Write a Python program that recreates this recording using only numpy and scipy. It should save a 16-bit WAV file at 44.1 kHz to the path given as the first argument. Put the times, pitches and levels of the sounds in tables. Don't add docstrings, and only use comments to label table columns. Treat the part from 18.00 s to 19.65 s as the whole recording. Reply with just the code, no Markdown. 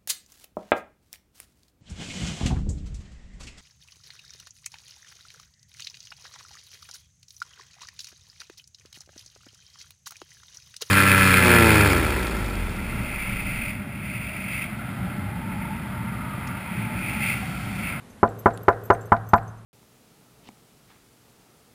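import sys
import numpy as np
from scipy import signal
from scipy.fft import rfft, irfft, next_fast_len
from scipy.io import wavfile
from scipy.ndimage import uniform_filter1d

SR = 44100
rng = np.random.default_rng(int(sys.argv[2]) if len(sys.argv) > 2 else 0)


def dump(signal):
    limited = np.clip(np.atleast_2d(signal).T, -1, 1)
    pcm = np.round(limited * 32767).astype(np.int16)
    wavfile.write(sys.argv[1], SR, pcm)


N = 72765
TIME = np.arange(N) / SR


def undb(db):
    return 10 ** (np.asarray(db) / 20)


def equalise(x, curve):
    hz, db = np.array(curve, float).T
    size = next_fast_len(2 * N)
    bin_hz = np.maximum(np.arange(size // 2 + 1) * SR / size, 1)
    gain = undb(np.interp(np.log(bin_hz), np.log(np.sort(hz)), db))
    cepstrum = irfft(np.log(gain), size)
    cepstrum[1:size // 2] *= 2
    cepstrum[size // 2 + 1:] = 0
    return irfft(rfft(x, size) * np.exp(rfft(cepstrum)), size)[:N]


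def noise(spectrum):
    x = equalise(rng.standard_normal(N), spectrum)
    return x / x.std()


def envelope(t60_s, rise_s):
    return (1 - np.exp(-TIME / rise_s)) * np.exp(-np.log(1000) * TIME / t60_s)


def delay(x, seconds):
    return np.concatenate([np.zeros(round(seconds * SR)), x])[:N]


def hush():
    # frequency in Hz, relative level in dB.
    room_spectrum = [(18, -77), (30, -14), (59, -7.5), (247, -3.5), (322, -19), (350, -11.5), (1220, -21),
                     (4000, -24), (5200, -37), (8800, -120)]
    hiss_spectrum = [(1000, -11), (2500, 6.5), (6000, 4.5), (11000, 6.5), (14000, -3), (15500, -31.5)]
    treble_cut = [(1500, 1.5), (3000, -4.5), (12000, -22)]
    room = equalise(undb(-49.5) * noise(room_spectrum), treble_cut)
    hiss = undb(-61.5) * noise(hiss_spectrum)
    sink_db_per_s = 3
    return (room + hiss) * undb(-sink_db_per_s * TIME)


def buzzing_modes(modes_hz):
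    flutter_hz = 420
    out = np.zeros(N)
    for hz in modes_hz:
        flutter = uniform_filter1d(rng.standard_normal(N), int(SR / flutter_hz))
        amplitude = (0.54 + 0.59 * flutter / flutter.std()) * undb(2 * rng.standard_normal())
        out += amplitude * np.sin(2 * np.pi * hz * TIME)
    return out / np.sqrt(len(modes_hz))


def metal_pings():
    # start in seconds, leading mode in Hz, level in dB.
    pings = [(0.1, 6250, -50.5), (0.289, 7600, -52.5), (.386, 13620, -52), (.390, 12500, -37),
             (0.536, 7520, -46.5), (0.631, 12800, -45.5), (0.837, 13620, -40.5), (0.853, 13300, -39.5),
             (0.931, 6280, -46.5), (.936, 8600, -47), (1.01, 7380, -44), (1.055, 12720, -44),
             (1.268, 6250, -58), (1.288, 13620, -38), (1.361, 12500, -41.5), (1.431, 7790, -57),
             (1.478, 6290, -48), (1.573, 6160, -56)]
    cluster_hz = [6250, 7520, 8450, 11500, 12500, 13620]
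    out = np.zeros(N)
    for start, lead_hz, db in pings:
        ring = buzzing_modes([lead_hz]) + undb(-6) * buzzing_modes(cluster_hz)
        out += delay(undb(db) * ring * envelope(t60_s=0.079, rise_s=0.00083), start)
    return out


def knuckle_tap():
    # frequency in Hz, relative level in dB.
    spectrum = [(1200, -3), (2300, -8.5), (3000, -6.5), (3800, -29.5), (6000, -34), (12000, -32)]
    return undb(-25.5) * noise(spectrum) * envelope(t60_s=0.029, rise_s=0.0012)


def door_leaf():
    # frequency in Hz, level in dB, time to fall 60 dB in seconds.
    modes = [(94, -11.5, 0.041), (110.43, -29.5, 1), (187.9, -48, 0.9), (221.7, -18, 0.15),
             (307.5, -37.5, 0.31), (393.4, -7, 0.047), (447.6, -42.5, 0.39), (491.7, -26, 0.22),
             (574, -28, 0.17), (692, -12.5, 0.14), (773, -26.5, 0.27), (824.5, -6.5, 0.05),
             (993, -3.5, 0.038), (1011.3, -5, 0.067), (1195.4, -12.5, .07), (1331, -11, 0.053),
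             (1456, -12, 0.025), (1546, -19, 0.073), (1942, -15, 0.011), (2205, -22, 0.027)]
    ring = np.zeros(N)
    for k, (hz, db, t60_s) in enumerate(modes):
        decay = np.exp(-np.log(1000) * TIME / t60_s)
        ring += (-1) ** k * undb(db) * np.sin(2 * np.pi * hz * TIME) * decay
    knuckle_hz = 2400
    return signal.sosfilt(signal.butter(6, knuckle_hz, fs=SR, output="sos"), ring)


def hall_reverb():
    # frequency in Hz, relative level in dB.
    spectrum = [(60, 1), (170, 9), (260, -3), (410, 6.5), (560, -0.5), (800, -4.5), (1400, -4), (1900, -15),
                (2800, -63.5), (8000, -42.5)]
    return undb(-29.5) * noise(spectrum) * envelope(t60_s=0.7, rise_s=0.027)


def frame_ring():
    # frequency in Hz, relative level in dB.
    spectrum = [(40, -6.5), (135, 2.5), (200, -1), (255, 9.5), (400, -2), (700, 15), (1000, 0.5), (1400, 8),
                (2100, -16.5), (2800, -34.5), (4500, -43.5), (14000, -42.5)]
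    return undb(-12) * noise(spectrum) * envelope(t60_s=0.091, rise_s=0.00067)


def latch_tick():
    # frequency in Hz, relative level in dB.
    spectrum = [(900, 7.5), (2100, 8), (3000, -10), (4000, -9), (6000, -22.5), (9000, -39.5)]
    return undb(-33.5) * noise(spectrum) * envelope(t60_s=0.035, rise_s=0.00073)


def knocking():
    # start in seconds, strength in dB, then low, mid and treble EQ in dB.
    knocks = [(0.2298, -0.5, 0, 1.5, -4), (0.4585, 0, -0.5, 1, 1.5), (0.6816, 0.1, -11, 3, 3.5),
              (.9015, 0.38, -8.5, 2, 2.5), (1.1195, 1.97, -4, -9, -1), (1.3337, 3.5, -4, -10.5, -2.5)]
    corners_hz = [120, 215, 370, 520, 720, 1100, 1900]
    resonance = door_leaf() + delay(frame_ring(), seconds=0.0065) + hall_reverb()
    out = np.zeros(N)
    for start, db, low_db, mid_db, treble_db in knocks:
        colour = list(zip(corners_hz, [0, low_db, mid_db, mid_db, 0, 0, treble_db]))
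        blow = equalise(knuckle_tap() + resonance, colour)
        latch = delay(latch_tick(), seconds=0.046)
        out += undb(db) * delay(blow + latch, start)
    return out


def dry_click():
    # start in seconds, level in dB.
    clicks = [(0.5749, -32.5)]
    spectrum = [(1200, -12), (3000, 3.5), (6000, -6), (10000, 4), (15000, -16)]
    snap = envelope(t60_s=0.0083, rise_s=0.00032)
    return sum(delay(undb(db) * noise(spectrum) * snap, start) for start, db in clicks)


def scene():
    return (knocking() + metal_pings() + dry_click() + hush())[None]


def record(dry):
    top_hz = 15400
    lowpass = signal.ellip(8, 0.2, 70, top_hz, fs=SR, output="sos")
    return signal.sosfilt(lowpass, np.clip(dry, -1, 1))


dry = scene()
out = record(dry)
dump(out)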